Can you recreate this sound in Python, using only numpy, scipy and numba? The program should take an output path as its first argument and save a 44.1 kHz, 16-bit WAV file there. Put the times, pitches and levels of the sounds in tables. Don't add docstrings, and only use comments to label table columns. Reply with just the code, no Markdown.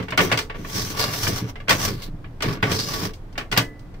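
import sys
import numpy as np
from scipy import signal
from scipy.fft import rfft, irfft
from scipy.io import wavfile
from scipy.ndimage import uniform_filter1d
from numba import njit

SR = 44100
rng = np.random.default_rng(int(sys.argv[2]) if len(sys.argv) > 2 else 0)


def bounce(signal):
    frames = np.transpose(np.atleast_2d(signal))
    limited = np.clip(frames, -1, 1)
    pcm = np.round(limited * 32767).astype(np.int16)
    wavfile.write(sys.argv[1], SR, pcm)


N = 4 * SR

# freq_hz, relative_density_db
BACKGROUND_SPECTRUM = [(18,-5.5),(27,-1),(40,-13.5),(52,-30),(80,-12.5),(120,-16),(190,-24.5),(300,-27),(450,-32),(700,-35),(1500,-42.5),(3000,-52.5),(5000,-57),(8000,-64),(16000,-66)]
# time_s, hiss_db, rasp_db, rumble_db
BLADE_STROKES = [
    [(0.0, -46, -27, -16), (0.07, -59, -53, -45)],
    [(0.215, -24, -55, -18), (0.253, -27.5, -30, -22.5), (0.31, -41, -30.5, -26)],
    [(0.56, -52, -36.5, -33), (0.58, -53.5, -48.5, -36), (0.734, -31, -38.5, -38.5), (0.758, -25, -33, -27),
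     (0.805, -24.5, -31.5, -31), (0.84, -28.5, -38, -30), (0.934, -35, -40, -35), (0.956, -40, -38, -36.5),
     (1.002, -19, -25, -29.5), (1.094, -31, -31.5, -29), (1.15, -26, -34.5, -34), (1.17, -30, -40.5, -37.5),
     (1.254, -24.5, -32.5, -29.5), (1.272, -27, -30, -31.5), (1.288, -23.5, -47, -27),
     (1.32, -30, -32.5, -26), (1.386, -28, -34, -33.5), (1.45, -50, -43, -30.5), (1.502, -40.5, -41.5, -47),
     (1.53, -60, -57, -58)],
    [(1.725, -24.5, -20.5, -21), (1.773, -32.5, -35.5, -32.5), (1.857, -20.5, -27.5, -29.5),
     (1.877, -27, -29.5, -23), (1.959, -45, -46.5, -36), (2.015, -46, -45, -42), (2.037, -33, -53, -52),
     (2.085, -52, -48, -36)],
    [(2.44, -55, -25.5, -31), (2.466, -34, -25.5, -20), (2.536, -38.5, -35.5, -29), (2.61, -67, -46.5, -39)],
    [(2.655, -39, -51, -30), (2.677, -40.5, -31, -29), (2.723, -24, -23, -24.5), (2.779, -27, -36.5, -26.5),
     (2.815, -27.5, -36, -33.5), (2.855, -30, -39.5, -32.5), (2.937, -29, -33, -30.5),
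     (3.061, -31, -34, -29.5), (3.125, -60, -52.5, -42)],
]
# time_s, pitch_hz, over_plain_hiss_db
BLADE_SONG = [(0.24,5800,-2),(0.68,5870,-3),(0.799,5400,5),(0.92,5960,-3),(1.02,4760,3.5),(1.15,5570,-3),(1.29,5470,0),(1.78,6000,1),(1.85,5600,0.5),(2.04,4170,-3),(2.52,5200,2),(2.73,5530,2),(2.8,4900,14),(2.889,5300,3),(3.03,5360,0)]
# freq_hz, gain_db
SCRAPE_EQ = [(60,-13.5),(90,7),(118,7),(180,3.5),(240,-3),(300,-0.5),(450,3),(620,-0.5),(850,-4),(1150,-5.5),(1800,-7),(2800,-11),(4000,-13),(5200,-16.5),(6000,-16.5),(7000,-18.5),(8500,-18.5),(10000,-19.5),(12500,-15.5),(15200,-14.5)]
# freq_hz, width_hz, lift_db
PLATE_RESONANCES = [(436,9.3,6.5),(725,42,0.5),(1129,67,8.5),(1477,88,3.5),(1740,53,2.5),(2103,79,4),(4530,170,3),(6360,114,1)]
# start_s, level_db
STAND_BUMPS = [(0.003,-19),(0.591,-21),(0.78,-25),(1.326,-21),(1.421,-13.5),(1.88,-25),(1.916,-16),(1.948,-22.5),(2.081,-23),(2.138,-24),(2.174,-29.5),(2.261,-26),(2.455,-15),(2.499,-20),(3.026,-17.5),(3.055,-25)]
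# freq_hz, level_db, t60_s
STAND_MODES = [(88,-8.5,0.13),(118.1,3,0.19),(156.4,0,0.16),(176,-5.5,0.22),(270.4,-10.5,0.31),(296.2,-9.5,0.24)]
# start_s, clack_db, splinter_db, thud_db
ICE_KNOCKS = [(0.025, -31, -45, -23), (0.083, -25.5, -47, -28), (0.105, -29.5, -35.5, -25),
              (0.122, -17, -58, -21.5), (0.176, -8, -18.5, -23), (0.189, -7.5, -29, -13),
              (0.204, -9.5, -35, -29), (0.315, -9.5, -27, -24), (0.323, -11.5, -23.5, -14),
              (0.374, -17.5, -21.5, -40), (0.388, -18, -22.5, -33), (0.498, -23.5, -50.5, -38),
              (0.543, -33, -58, -41), (0.647, -27.5, -67, -45), (1.135, -21.5, -43, -29),
              (1.268, -16, -49, -20), (1.556, -29.5, -53, -52), (1.601, -33.5, -53, -29.5),
              (1.674, -33, -62, -48), (1.682, -13, -31, -22), (1.693, -9.5, -14, -37),
              (1.706, -7.5, -15, -15.5), (2.02, -35.5, -36, -43), (2.242, -34.5, -68, -50),
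              (2.405, -24, -41, -54), (2.422, -18, -22, -27), (2.627, -9.5, -30.5, -10.5),
              (2.637, -18, -36, -19), (2.715, -23, -22.5, -15), (3.135, -47, -41, -46),
              (3.326, -55, -52, -39), (3.355, -35, -67, -54), (3.378, -17.5, -29.5, -29.5),
              (3.409, -26, -57, -33), (3.515, -23, -28.5, -41), (3.524, -14.5, -25.5, -18),
              (3.564, -15.5, -33, -34), (3.574, -8, -13.5, -9.5), (3.584, -17, -28, -41),
              (3.793, -64, -51, -43), (3.94, -46, -58, -32.5)]
# freq_hz, gain_db
KNOCK_EQ = [(100,-34.5),(250,10.5),(550,-0.5),(850,-3),(1150,-3),(1900,0),(2900,-4),(4000,-10.5),(4900,-8),(6000,-12),(7200,-18.5),(8500,-16.5),(10500,-28),(12500,-25.5),(14500,-23.5),(16000,-19)]
# start_s, level_db
FRAME_JOLTS = [(0.175,-30),(1.697,-24),(2.624,-43),(3.576,-16.5)]
# freq_hz, level_db, t60_s
JOLT_MODES = [(296,-18,0.8),(444,-27,0.21),(1130,-22,0.24),(1720,-21,0.43),(1990,-17.5,0.58),(2030,-20,0.4),(4620,2,0.039),(13900,-1,.04)]
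# freq_hz, t60_s
KITCHEN_DECAY = [(100,0.61),(300,0.33),(800,0.19),(2000,0.14),(5000,0.15),(14000,0.19)]
# freq_hz, correlation
STEREO_CORRELATION = [(60,0.96),(150,0.98),(300,0.73),(700,0.62),(1400,0.077),(2800,0.074),(15000,0.046)]


def undb(db):
    return 10 ** (np.asarray(db) / 20)


def unit(x):
    return x / np.sqrt(np.mean(x ** 2))


def unit_onset(x):
    return x / np.sqrt(np.mean(x[..., :SR // 100] ** 2))


def lookup(table, hz):
    freq_hz, values = np.array(table, float).T
    return np.interp(np.log(np.maximum(hz, 1)), np.log(freq_hz), values)


def wander(rate_hz):
    return np.interp(np.arange(N) / SR * rate_hz, np.arange(N // 20), rng.standard_normal(N // 20))


def convolve(x, response):
    return signal.fftconvolve(np.atleast_2d(x), np.atleast_2d(response), axes=1)[:, :N]


def add(track, start_s, sound):
    i = int(start_s * SR)
    track[..., i:i + sound.shape[-1]] += sound[..., :N - i]


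def minimum_phase(gain):
    cepstrum = irfft(np.log(gain))
    half = cepstrum.shape[-1] // 2
    cepstrum[..., 1:half] *= 2
    cepstrum[..., half + 1:] = 0
    return np.exp(rfft(cepstrum))


def whiten(x, smoothing_hz=666):
    spectrum = rfft(np.atleast_2d(x))
    power = np.mean(abs(spectrum) ** 2, axis=0)
    power = uniform_filter1d(power, int(smoothing_hz * x.shape[-1] / SR))
    return irfft(spectrum * minimum_phase(power ** -.5))


@njit
def swept_bandpass(x, centre_hz, width_hz):
    y, band_state, low_state = np.empty(len(x)), 0., 0.
    for i in range(len(x)):
        g = np.tan(np.pi * centre_hz[i] / SR)
        damping = width_hz / centre_hz[i]
        band = (band_state + g * (x[i] - low_state)) / (1 + g * (g + damping))
        band_state = 2 * band - band_state
        low_state += 2 * g * band
        y[i] = damping * band
    return y


def stereo_noise(size):
    correlation = lookup(STEREO_CORRELATION, np.fft.rfftfreq(size, 1 / SR))
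    weights = np.sqrt([(1 + correlation) / 2, (1 - correlation) / 2])
    mid, side = rfft(rng.standard_normal((2, size))) * weights
    return irfft([mid + side, mid - side], size)


def mode(freq_hz, level_db, t60_s):
    t = np.arange(SR) / SR
    return undb(level_db) * np.sin(2 * np.pi * freq_hz * t) * 1000 ** (-t / t60_s)


def plate_bands(eq, bass_cut_hz=70, low_split_hz=430, high_split_hz=3330):
    f = np.fft.rfftfreq(8192, 1 / SR)
    lift_db = sum(db / (1 + (2 * (f - hz) / width_hz) ** 2) for hz, width_hz, db in PLATE_RESONANCES)
    gain = undb(lookup(eq, f) + lift_db)
    low = 1 / (1 + (f / low_split_hz) ** 6)
    high = 1 - 1 / (1 + (f / high_split_hz) ** 10)
    bass_cut = f ** 8 / (f ** 8 + bass_cut_hz ** 8)
    shares = np.array([low * bass_cut, (1 - low) * (1 - high), high])
    return irfft(minimum_phase(gain * np.sqrt(shares + 1e-7)))


def kitchen(early_s=0.0042, early_db=5.5, walls_db=4):
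    size = SR // 2
    t, f = np.arange(size) / SR, np.fft.rfftfreq(size, 1 / SR)
    noise = rfft(stereo_noise(size))
    centres_hz, t60s_s = zip(*KITCHEN_DECAY)
    walls = 0
    for weights, t60_s in zip(np.eye(len(centres_hz)), t60s_s):
        band = lookup(list(zip(centres_hz, weights)), f)
        walls += irfft(noise * band, size) * 1000 ** (-t / t60_s)
    early_decay = np.exp(-t / early_s)
    walls = undb(walls_db) * unit(walls * (1 - early_decay))
    early = undb(early_db) * unit(stereo_noise(size) * early_decay)
    response = (early + walls) / np.sqrt(size)
    response[:, 0] += .5
    return unit(whiten(response)) / np.sqrt(size)


def background(level_db=-34.5):
    gain = undb(lookup(BACKGROUND_SPECTRUM, np.fft.rfftfreq(N, 1 / SR)))
    return undb(level_db) * unit(irfft(rfft(stereo_noise(N)) * gain, N))


def ice_grains(paths, grains_per_s=5000, spread_db=5, catch_db=1.5, contact_db=8):
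    sizes = rng.standard_normal(N) * undb(spread_db * np.minimum(rng.exponential(size=N), 4))
    sizes *= undb(catch_db * wander(rate_hz=71.3))
    shares = np.array([undb(contact_db * wander(rate_hz=16)) ** 2 for _ in paths])
    chances = shares / shares.sum(axis=0) * grains_per_s / SR
    return sum(convolve(sizes * (rng.random(N) < chance), path) for chance, path in zip(chances, paths))


def singing_blade(hiss, width_hz=1050.):
    times_s, *columns = np.array(BLADE_SONG).T
    pitch_hz, bite_db = (np.interp(np.arange(N) / SR, times_s, column) for column in columns)
    song = unit(np.array([swept_bandpass(side, pitch_hz, width_hz) for side in hiss]))
    bite = undb(bite_db)
    return (hiss + bite * song) / (1 + bite)


def stroke_gains(fade_s=0.018):
    t = np.arange(N) / SR
    gains = np.zeros((3, N))
    for stroke in BLADE_STROKES:
        times_s, *levels_db = np.array(stroke).T
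        gate = np.clip(1 + np.minimum(t - times_s[0], times_s[-1] - t) / fade_s, 0, 1)
        gains += gate * undb([np.interp(t, times_s, db) for db in levels_db])
    return gains


def shaving(paths, rasp_trim_db=2, rumble_trim_db=0.5):
    grains = ice_grains(paths)
    rumble, rasp, hiss = (unit(convolve(grains, band)) for band in plate_bands(SCRAPE_EQ))
    hiss_gain, rasp_gain, rumble_gain = stroke_gains()
    return (hiss_gain * singing_blade(hiss)
            + undb(rasp_trim_db) * rasp_gain * rasp
            + undb(rumble_trim_db) * rumble_gain * rumble)


def stand_thuds(push_s=0.0033, low_cut_hz=78, bump_trim_db=-3, knock_trim_db=-3.5):
    t = np.arange(SR) / SR
    thud = unit_onset(sum(mode(*row) for row in STAND_MODES)) * (1 - np.exp(-t / push_s))
    thud = signal.sosfilt(signal.butter(3, low_cut_hz, "high", fs=SR, output="sos"), thud)
    track = np.zeros(N)
    for start_s, level_db in STAND_BUMPS:
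        add(track, start_s, undb(level_db + bump_trim_db) * thud)
    for start_s, _, _, thud_db in ICE_KNOCKS:
        add(track, start_s, undb(thud_db + knock_trim_db) * thud)
    return track


def crush(grit, band, decay_s):
    t = np.arange(len(grit)) / SR
    return unit_onset(convolve(whiten(grit * np.exp(-t / decay_s)), band))


def knocks(paths, clack_trim_db=-4.5, splinter_trim_db=-1.5):
    _, middle, treble = plate_bands(KNOCK_EQ)
    spots = np.zeros((len(paths), 1, N))
    for k, (start_s, clack_db, splinter_db, _) in enumerate(ICE_KNOCKS):
        grit = rng.standard_normal(SR // 10)
        spot = spots[k % len(paths)]
        add(spot, start_s, undb(clack_db + clack_trim_db) * crush(grit, middle, decay_s=0.0054))
        add(spot, start_s, undb(splinter_db + splinter_trim_db) * crush(grit, treble, decay_s=0.0041))
    return sum(convolve(spot, path) for spot, path in zip(spots, paths))


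def frame_ring():
    ring = sum((-1) ** k * mode(*row) for k, row in enumerate(JOLT_MODES))
    track = np.zeros(N)
    for start_s, level_db in FRAME_JOLTS:
        add(track, start_s, undb(level_db) * ring)
    return track


def scene(right_over_left_db=0.35):
    paths = [kitchen() for _ in range(5)]
    mix = shaving(paths) + background() + stand_thuds() + knocks(paths) + frame_ring()
    return mix * undb([[-right_over_left_db / 2], [right_over_left_db / 2]])


def record(dry, low_cut_hz=18, ceiling=.95, high_cut_hz=15600):
    dry = signal.sosfilt(signal.butter(2, low_cut_hz, "high", fs=SR, output="sos"), dry)
    limited = dry / (1 + (dry / ceiling) ** 4) ** .25
    return signal.sosfilt(signal.ellip(10, .2, 70, high_cut_hz, fs=SR, output="sos"), limited)


dry = scene()
out = record(dry)
bounce(out)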